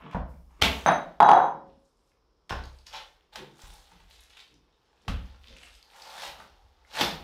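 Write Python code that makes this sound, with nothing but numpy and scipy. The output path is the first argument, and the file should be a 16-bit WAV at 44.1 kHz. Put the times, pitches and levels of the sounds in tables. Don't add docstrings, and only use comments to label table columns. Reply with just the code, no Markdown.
import sys
import numpy as np
from scipy import signal
from scipy.fft import rfft, irfft, next_fast_len
from scipy.io import wavfile
from scipy.ndimage import uniform_filter1d

SR = 44100
rng = np.random.default_rng(int(sys.argv[2]) if len(sys.argv) > 2 else 0)


def transcribe(signal):
    frames = np.atleast_2d(signal).T
    limited = np.clip(frames, -1, 1)
    pcm = np.round(limited * 32767).astype(np.int16)
    wavfile.write(sys.argv[1], SR, pcm)


def gain_from_db(level_db):
    decades = np.asarray(level_db, float) / 20
    return 10 ** decades


N = 318843

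# t/s, peak level/dB, tilt towards the upper modes/(dB per octave)
JOLTS = [(0.144, -28, -6), (0.618, -25, 18), (0.868, -59, -4), (1.219, -45.5, 0), (1.678, -58.5, 2.5),
         (2.509, -32.5, -5), (2.539, -40.5, -14), (3.361, -72, -14), (3.635, -48.5, -17), (3.931, -64, -10),
         (5.085, -25, -4), (5.501, -58, -2), (6.282, -53, -5), (6.643, -56.5, 16.5), (7.007, -45, 7)]
# t/s, peak level/dB, f/Hz
THUDS = [(0.045, -39.5, 164), (1.549, -40, 310), (1.681, -49.5, 225.6), (3.399, -36, 337),
         (3.403, -43.5, 460), (3.641, -52, 158), (3.93, -56.5, 177), (4.518, -54.5, 164),
         (5.081, -39.5, 565), (5.506, -46, 540), (6.399, -49.5, 697), (7.014, -28, 282), (7.089, -36, 170)]
# f/Hz, level/(dB per Hz)
KNOCK_COLOUR = [(60, -53), (150, -15), (230, -17.5), (430, -12.5), (620, -8.5), (760, 5), (880, 4.5),
                (1000, 2), (1150, -5.5), (1500, -11.5), (2300, -31.5), (3400, -37.5), (5000, -45),
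                (8500, -53.5), (16000, -74)]
# f/Hz, level/(dB per Hz)
LEAF_COLOUR = [(290, -54), (500, -7.5), (630, -10), (878, -0.5), (986, -8), (1590, -7.5), (2210, -11.5),
               (3570, -7.5), (7560, -22), (12000, -31.5), (15800, -33.5)]


def unit(x):
    return x / np.sqrt(np.mean(x ** 2) + 1e-20)


def along(points, hz):
    f, v = np.transpose(points)
    return np.interp(np.log(hz + 1), np.log(f + 1), v)


def coloured(x, spectrum):
    m = next_fast_len(len(x) + 8192)
    magnitude = gain_from_db(along(spectrum, np.fft.rfftfreq(m, 1 / SR)))
    cepstrum = irfft(np.log(magnitude + 1e-6), m)
    cepstrum[1:m // 2] *= 2
    cepstrum[m // 2 + 1:] = 0
    return irfft(rfft(x, m) * np.exp(rfft(cepstrum)), m)[:len(x)]


def noise(spectrum):
    return unit(coloured(rng.standard_normal(N), spectrum))


def add(track, s, x):
    part = track[round(s * SR):][:len(x)]
    part += x[:len(part)]


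def ring(modes, scatter_db, attack):
    t = np.arange(SR) / SR
    hz, db, t60 = np.transpose(modes)[:, :, None]
    db = db + scatter_db * rng.standard_normal(hz.shape)
    sines = gain_from_db(db - 60 * t / t60) * np.sin(2 * np.pi * hz * t)
    return np.sum(sines, axis=0) * (1 - np.exp(-t / attack))


def swell(rows, extra_db=0):
    power, t = np.zeros(N), np.arange(N) / SR
    for (s, db, rise, fall), more_db in zip(rows, extra_db + np.zeros(len(rows))):
        span = slice(max(0, int((s - 3 * rise) * SR)), int((s + 3 * fall) * SR))
        u = t[span] - s
        drop_db = 20 * np.maximum(u / fall, -u / rise)
        power[span] += gain_from_db(2 * (db + more_db - drop_db))
    return np.sqrt(power)


def contacts(rows, colour, rise, fall, gain_db, room_db):
    out, send, t = np.zeros(N), np.zeros(N), np.arange(SR // 8) / SR
    blow = coloured(np.eye(1, len(t))[0], colour)
    for s, db in rows:
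        collisions = rng.standard_normal(len(t)) * (1 - np.exp(-t / rise)) * np.exp(-t / fall)
        burst = coloured(collisions, colour)
        burst *= gain_from_db(db + gain_db) / np.abs(burst).max()
        add(out, s, burst)
        add(send, s + rise, gain_from_db(room_db) * blow * np.linalg.norm(burst) / np.linalg.norm(blow))
    return np.array([out, send])


def friction(rows, colour, per_s, spread_db, gain_db, press_db, clump_db):
    chance, luck = rng.random((2, N))
    size = (chance < per_s / SR) * gain_from_db(spread_db * np.minimum(-np.log(1 - luck), 2.6))
    z = signal.stft(rng.standard_normal(N) * (0.17 + size), nperseg=256)[2]
    patches = uniform_filter1d(uniform_filter1d(rng.standard_normal(z.shape), 14, 0), 3, 1)
    patchy = signal.istft(z * gain_from_db(clump_db * unit(patches)), nperseg=256)[1][:N]
    grains = unit(coloured(patchy, colour))
    grains = signal.sosfilt(signal.butter(3, 280, "high", fs=SR, output="sos"), grains)
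    dull = signal.sosfiltfilt(signal.butter(3, 6000, fs=SR, output="sos"), grains)
    bright = unit(grains - dull)
    *shape, bright_db = np.transpose(rows)
    shape = np.transpose(shape)
    sound = swell(shape) * dull + swell(shape * [1, 1, 1, 0.65], bright_db) * bright
    return gain_from_db(gain_db) * np.array([sound, gain_from_db(press_db) * swell(shape)])


def room_hush():
    # f/Hz, level/(dB per Hz)
    hush_colour = [(53, -35.5), (90, -0.5), (253, -2.5), (453, 2.5), (586, -5), (639, -6), (1070, -3),
                   (1840, -17.5), (2140, -19.5), (4400, -18), (5390, -11), (6010, -22.5), (12200, -51.5),
                   (15500, -47)]
    return gain_from_db(-73) * noise(hush_colour)


def table_thumps():
    # f/Hz, level/dB, t60/s
    table_modes = [(35.3, -9.5, 0.72), (47.6, 1, 0.55), (65.62, 4, 0.71), (78.3, -4, 0.5), (88, -9, .3)]
    # peak t/s, level/dB, rise/s, fall/s
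    sway = [(.01, -48, .1, 0.08), (.3, -42.5, 0.054, 0.47), (.8, -47.5, 0.5, .9), (2.25, -66, 0.4, 0.52),
            (2.72, -52.5, 0.23, 0.78), (3.38, -50.5, 0.076, 0.11), (3.81, -64, .1, 0.13),
            (4.05, -51, 0.43, 0.49), (4.6, -64, 1, 0.48), (5.25, -45, 0.19, 0.13),
            (5.44, -45.5, 0.12, 0.39), (5.74, -54.5, 0.58, 0.17), (6.65, -56, 1, 0.96),
            (7.22, -41.5, 0.34, 0.093)]
    # f/Hz, level/(dB per Hz)
    sway_colour = [(15, -28), (35, 2.5), (60, 1.5), (85, -12), (130, -49)]
    out = np.zeros(N)
    for s, db, tilt_db in JOLTS:
        modes = [(hz, level + tilt_db * np.log2(hz / table_modes[2][0]), t60) for hz, level, t60 in table_modes]
        add(out, s, gain_from_db(db - 3.5) * ring(modes, scatter_db=2.5, attack=.008))
    return out + gain_from_db(-6.5) * (swell(sway) + gain_from_db(-75.5)) * noise(sway_colour)


def board_slide():
    slides = [
        (.066, -36, 0.13, 0.027, -39.5),
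        (.138, -32.5, 0.053, .01, -24),
        (.51, -58, 0.043, .3, -10),
        (.575, -63.5, .1, .05, -5.5),
        (.602, -43.5, 0.017, 0.016, -21),
    ]
    # f/Hz, level/(dB per Hz)
    slide_colour = [(180, -25), (300, 0), (404, -27.5), (685, -4.5), (769, -12), (1050, -1.5), (1440, -11),
                    (1940, -12), (3630, -21), (4000, -30), (15500, -67)]
    return friction(slides, slide_colour, per_s=4800, spread_db=-1.0, gain_db=-12, press_db=-14.5, clump_db=3.5)


def thuds():
    out, t = np.zeros(N), np.arange(SR // 8) / SR
    for s, db, hz in THUDS:
        push = t * hz * np.exp(1 - t * hz / 1.13)
        add(out, s, gain_from_db(db - 8.0) * np.sin(2 * np.pi * hz * t) * push)
    return out


def wood_rumble(pressure):
    # f/Hz, level/(dB per Hz)
    wood_colour = [(60, -44), (120, 5), (200, 1.5), (450, -2), (900, -30.5), (2000, -55)]
    rise_s, fall_s = 0.033, 0.06
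    rows = [(s, db - 12, rise_s, fall_s) for s, db, _ in THUDS]
    rows += [(s, db - 27, rise_s, fall_s) for s, db, _ in JOLTS]
    return (swell(rows) + pressure) * noise(wood_colour)


def leaf_snaps():
    # t/s, peak level/dB, f/Hz, crumble/ms
    leaf_breaks = [(0.112, -40.5, 2560, 3), (0.3396, -56.5, 2170, 3), (2.1171, -60, 2150, 2.7),
                   (2.5537, -40, 1940, 2.3), (2.6375, -38, 4630, 6.6), (2.655, -40, 5870, 3),
                   (2.7869, -47, 4800, 5), (2.8663, -35.5, 5100, 11), (2.9294, -34.5, 3380, 4),
                   (2.9467, -38, 3500, 3), (2.965, -34, 3800, 3.2), (3.209, -52, 2850, 1.6),
                   (3.3294, -54, 4550, 2.7), (3.6177, -38.5, 6700, 3.4), (3.68, -47, 10000, 2),
                   (3.738, -45.5, 10000, 4.9), (4.0855, -53.5, 2880, 3), (4.1006, -51, 12500, 2),
                   (4.14, -57.5, 8720, 6), (4.2064, -43.5, 10600, 4), (4.2356, -46, 6500, 4),
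                   (4.2987, -47.5, 4300, 6.5), (4.3695, -38.5, 2940, 7.4), (4.4015, -35, 3770, 4.7),
                   (4.478, -49, 3190, 3), (4.541, -50, 5600, 2.7), (4.688, -63, 2000, 1.8),
                   (5.02, -59, 6300, 2), (5.471, -47, 4500, 5), (5.5648, -37.5, 2860, 5.1),
                   (5.632, -35.5, 2780, 4.5), (5.751, -41, 4220, 2.3), (5.8272, -39.5, 4870, 2.2),
                   (5.9008, -46, 3460, 2.6), (5.9335, -46, 2200, 4), (5.9984, -40, 3750, 4),
                   (6.0194, -35.5, 4700, 5.5), (6.1967, -35, 1660, 4.7), (6.2498, -28, 3920, 4.3),
                   (6.278, -31, 3900, 2.9), (6.4001, -35.5, 1440, 4.9), (6.8487, -48, 2000, 3),
                   (6.9113, -48, 2500, 2.4), (6.9377, -33.5, 3050, 3), (6.9705, -23, 1800, 3.8),
                   (6.9888, -17, 3430, 5.8), (7.048, -18.5, 4800, 3.9)]
    snap_shape = [(.2, -31.5), (.6, -4.5), (1, 5), (1.6, -13), (5, -29.5)]
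    out, t = np.zeros(N), np.arange(2000) / SR
    for s, db, hz, ms in leaf_breaks:
        crumbs = rng.standard_normal(len(t)) * np.exp(-1000 * t / ms)
        crack = coloured(crumbs, np.multiply(snap_shape, [hz, 1]))
        add(out, s, gain_from_db(db - 3.5) * crack / np.abs(crack).max())
    return out


def board_set_down():
    # t/s, peak level/dB
    board_hits = [
        (0.146, -17),
    ]
    # f/Hz, level/(dB per Hz)
    board_colour = [(59, -45.5), (100, -23.5), (159, -4.5), (420, -29.5), (497, -17), (682, -17.5),
                    (1020, -15), (1180, -24.5), (1400, -24.5), (2930, -47.5), (15500, -84.5)]
    return contacts(board_hits, board_colour, rise=0.00041, fall=0.011, gain_db=-3.5, room_db=0.0)


def board_slap():
    # t/s, peak level/dB
    slap_hits = [
        (0.614, -28.5),
        (0.617, -11),
        (.6215, -6.5),
    ]
    # f/Hz, level/(dB per Hz)
    slap_colour = [(59, -40), (100, -16), (177, -4), (276, -5.5), (314, -10.5), (814, -4.5), (1670, -9.5),
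                   (1820, -11), (2070, -5), (3510, -5.5), (4620, -13.5), (5360, -16), (9500, -28.5),
                   (13500, -29.5), (15800, -34)]
    return contacts(slap_hits, slap_colour, rise=0.0012, fall=0.0022, gain_db=1.0, room_db=1.5)


def leaf_handling():
    handling = [(.728, -41, 0.081, 0.36, -5), (1.674, -62.5, 0.051, .17, -23),
                (2.56, -43.5, 0.04, 0.2, -19), (2.952, -32.5, 0.056, 0.055, -14),
                (3.02, -57, 0.062, 0.33, -6.5), (3.33, -42, 0.0086, 0.2, -12),
                (3.42, -51.5, 0.066, 0.035, -36), (3.615, -47.5, 0.11, 0.65, -5),
                (3.82, -86, 0.13, 0.26, -14), (3.93, -55, 0.092, 0.16, -23.5),
                (4.02, -65, 0.02, 0.075, -13), (5.07, -62, 0.083, 0.011, -18), (5.28, -55, 0.8, .25, -15)]
    return friction(handling, LEAF_COLOUR, per_s=900, spread_db=2.0, gain_db=-10.0, press_db=-24.5, clump_db=4.0)


def bowl():
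    # t/s, peak level/dB, glass ring/dB, mode tilt/(dB per octave)
    touches = [(.8615, -6, -30.5, 12.5), (1.2285, -9, -40.5, -13.5), (1.2465, -11.5, -38.5, -3),
               (1.2625, -12.5, -39.5, -15), (1.278, -15, -43.5, -2.5), (1.3065, -18.5, -32.5, 4),
               (1.3158, -9.5, -44, -3), (1.321, -14.5, -47.5, 0), (1.3325, -8, -47, 0),
               (1.341, -15, -44, 2), (1.3525, -12.5, -46.5, 2), (1.3605, -13, -46.5, 2.5),
               (1.371, -16, -47, -6), (1.385, -14.5, -49, 0.5), (1.4, -18, -49, 0.5),
               (1.411, -27, -50, 3.5), (1.455, -21, -51, -4)]
    landings = [
        (1.2030, -1, -47, -12),
        (1.2890, -1.6, -48, -4),
    ]
    # f/Hz, level/(dB per Hz)
    touch_colour = [(59, -67), (100, -40), (161, -11), (431, -22.5), (682, -2), (1100, -11.5), (1190, -10),
                    (1770, -15), (2990, -32), (3860, -28), (4130, -37), (5800, -41), (7540, -79.5),
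                    (12800, -120)]
    glass_hz = [549, 3345, 3865, 6191, 6222, 8527, 9383, 10400, 10870, 12340, 14270]
    # level/dB, t60/s
    glass_modes = [(0, 0.87), (5.5, 0.075), (3, 0.18), (0, .18), (-5.5, .17), (-13.5, 0.034), (-13, .07),
                   (-22, .05), (-22, .06), (-22, .08), (-30.5, .07)]
    # f/Hz, level/dB, t60/s
    rim_low = (549, -14, .7)
    knocks, send, glass = np.zeros((3, N))
    push = np.pad(np.hanning(7), (0, 4096))
    for k, (s, db, ring_db, tilt_db) in enumerate(touches + landings):
        knock = coloured(push, KNOCK_COLOUR if k else touch_colour)
        knock = gain_from_db(db) * knock / np.abs(knock).max()
        heel_db = -2 if k >= len(touches) else -9
        add(knocks, s, knock)
        add(knocks, s + .0047, gain_from_db(heel_db) * knock)
        add(send, s, gain_from_db(4.5 if k else 8) * knock)
        modes = [(glass_hz[0], *glass_modes[0]) if k else rim_low]
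        for hz, (level, t60) in zip(glass_hz[1:], glass_modes[1:]):
            tilt = tilt_db * np.log2(np.clip(hz / 5000, .65, 1.25))
            modes.append((hz, level + tilt, t60))
        add(glass, s, gain_from_db(db + ring_db) * ring(modes, scatter_db=2, attack=.002))
    return np.array([knocks, send]), glass


def skin_rustle():
    rustles = [(1.85, -79, .25, 0.42, 6.5), (2.09, -71, 0.22, .08, 0.5), (2.78, -61.5, 0.32, 0.15, -4),
               (2.868, -38, 0.0081, 0.029, -11), (2.968, -39, 0.02, 0.069, -12),
               (4.11, -49, 0.042, 0.33, -10), (4.21, -61, .03, 0.079, 1), (4.31, -50.5, 0.021, 0.16, -11),
               (4.39, -43.5, 0.085, 0.078, -15), (4.508, -61.5, 0.05, 0.049, -10),
               (5.49, -47.5, 0.16, 0.18, -17), (5.57, -46.5, 0.036, 0.077, -11),
               (5.64, -44.5, 0.08, 0.19, -9.5), (5.75, -54, 0.027, 0.044, 2),
               (5.83, -70, 0.0052, 0.073, -14), (6.905, -57, .004, 0.19, -14)]
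    # f/Hz, level/(dB per Hz)
    skin_colour = [(170, -38), (290, -25), (504, -9.5), (1600, -6.5), (3570, -1), (7830, -12.5),
                   (11300, -19), (15800, -35)]
    return friction(rustles, skin_colour, per_s=916, spread_db=3.5, gain_db=-11.0, press_db=-25.0, clump_db=4.0)


def fingertip_taps():
    # t/s, peak level/dB
    tap_hits = [
        (2.494, -29.5),
        (2.499, -30),
        (3.357, -26),
    ]
    return contacts(tap_hits, LEAF_COLOUR, rise=0.00037, fall=0.0063, gain_db=0.15, room_db=-0.5)


def cabbage_pats():
    # t/s, peak level/dB
    pat_hits = [
        (2.506, -20),
        (2.524, -24.5),
    ]
    # f/Hz, level/(dB per Hz)
    pat_colour = [(59, -55), (100, 6.5), (238, -7), (965, 0), (1100, 3.5), (1240, -7.5), (1500, 0.5),
                  (2110, -12), (3510, -15.5), (4160, -40), (5250, -13), (7530, -43), (15800, -56)]
    return contacts(pat_hits, pat_colour, rise=0.00079, fall=0.0041, gain_db=1.0, room_db=-1)


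def cabbage_drop():
    # t/s, peak level/dB
    drop_hits = [
        (5.079, -20),
    ]
    # f/Hz, level/(dB per Hz)
    drop_colour = [(59, -9.5), (100, -1), (146, -15.5), (189, -7), (356, -30.5), (832, -20.5), (985, -27),
                   (1170, -19.5), (2250, -30.5), (2610, -26), (2900, -23), (9500, -49), (13500, -53),
                   (15800, -61)]
    return contacts(drop_hits, drop_colour, rise=0.0019, fall=0.008, gain_db=-1.0, room_db=2.0)


def knife_cut():
    cuts = [
        (5.96, -45, 0.092, 0.91, -11.5),
        (6.12, -39.5, 0.26, 0.18, -12.5),
        (6.245, -27, 0.19, 0.093, -15),
        (6.28, -44, 0.056, 0.074, -3),
        (6.4, -44.5, 0.073, 0.11, -14),
        (6.8, -61, 0.17, 0.089, -32),
        (6.945, -26.5, 0.014, 0.24, -15.5),
        (7.02, -15, 0.075, 0.043, -16),
        (7.05, -31.5, .03, 0.18, -10.5),
    ]
    # f/Hz, level/(dB per Hz)
    cut_colour = [(180, -13), (300, -23.5), (398, -21), (545, -5.5), (602, -9.5), (867, 0.5), (974, -8),
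                  (1710, -9), (2350, -13), (3670, -10), (12100, -22.5), (15800, -28)]
    return friction(cuts, cut_colour, per_s=1400, spread_db=0.5, gain_db=-11.5, press_db=-25.5, clump_db=2.0)


def board_creak():
    creaks = [
        (5.94, -51, 0.02, 0.27, -47),
        (6.07, -44, 0.05, 0.036, -42),
        (6.14, -45, 0.018, 0.39, -43),
    ]
    return friction(creaks, KNOCK_COLOUR, per_s=610, spread_db=-1.0, gain_db=-9.0, press_db=-42, clump_db=0.5)


def knife_chop():
    # t/s, peak level/dB
    chop_hits = [
        (7.0105, -12),
        (7.0133, -13.5),
        (7.017, -12),
    ]
    # f/Hz, level/(dB per Hz)
    chop_colour = [(59, -59), (100, -22), (295, 0), (490, -22.5), (849, -3), (1350, -15), (1670, -7.5),
                   (3030, -8.5), (3440, -4), (8370, -33.5), (13600, -26.5), (15800, -32)]
    return contacts(chop_hits, chop_colour, rise=0.000092, fall=0.0015, gain_db=1.56, room_db=-2.5)


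def kitchen(x, send):
    # t/s, level/dB
    walls = [(.0047, -18), (0.0125, -14.5), (.017, -19.5)]
    # f/Hz, t60/s
    decay = [(100, 0.53), (400, 0.54), (1000, 0.38), (3000, 0.39), (8000, 0.26), (15000, 0.4)]
    out, step = x.copy(), 8192
    for s, db in walls:
        add(out, s, gain_from_db(db) * x)
    for start in range(0, N, step):
        hz, t, z = signal.stft(rng.standard_normal(3 * step), SR, nperseg=256)
        tail = signal.istft(z * gain_from_db(-60 * t / along(decay, hz)[:, None]), SR, nperseg=256)[1]
        tail *= 1 - np.exp(-np.arange(len(tail)) / SR / 0.0053)
        tail /= np.linalg.norm(tail)
        add(out, start / SR + .006, signal.fftconvolve(send[start:start + step], tail))
    return out


def scene():
    blows, glass = bowl()
    blows += board_set_down() + board_slap() + fingertip_taps() + cabbage_pats() + cabbage_drop() + knife_chop()
    strokes, pressure = (board_slide() + leaf_handling() + skin_rustle() + knife_cut() + board_creak())
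    parts = np.array([strokes + wood_rumble(pressure), glass, leaf_snaps(), thuds()])
    room_db = np.array([0, 3, -1, 4])
    heard = kitchen(blows[0] + parts.sum(axis=0), blows[1] + gain_from_db(room_db) @ parts)
    return (heard + table_thumps() + room_hush())[None]


def band_limit(x):
    return signal.sosfilt(signal.butter(12, 16650, fs=SR, output="sos"), x)


def record(dry):
    rolled = signal.sosfilt(signal.butter(1, 30, "high", fs=SR, output="sos"), dry)
    clipped = np.clip(rolled, -.63, .63)
    band = signal.sosfiltfilt(signal.butter(12, 15600, fs=SR, output="sos"), clipped)
    return band_limit(band)


dry = scene()
out = record(dry)
transcribe(out)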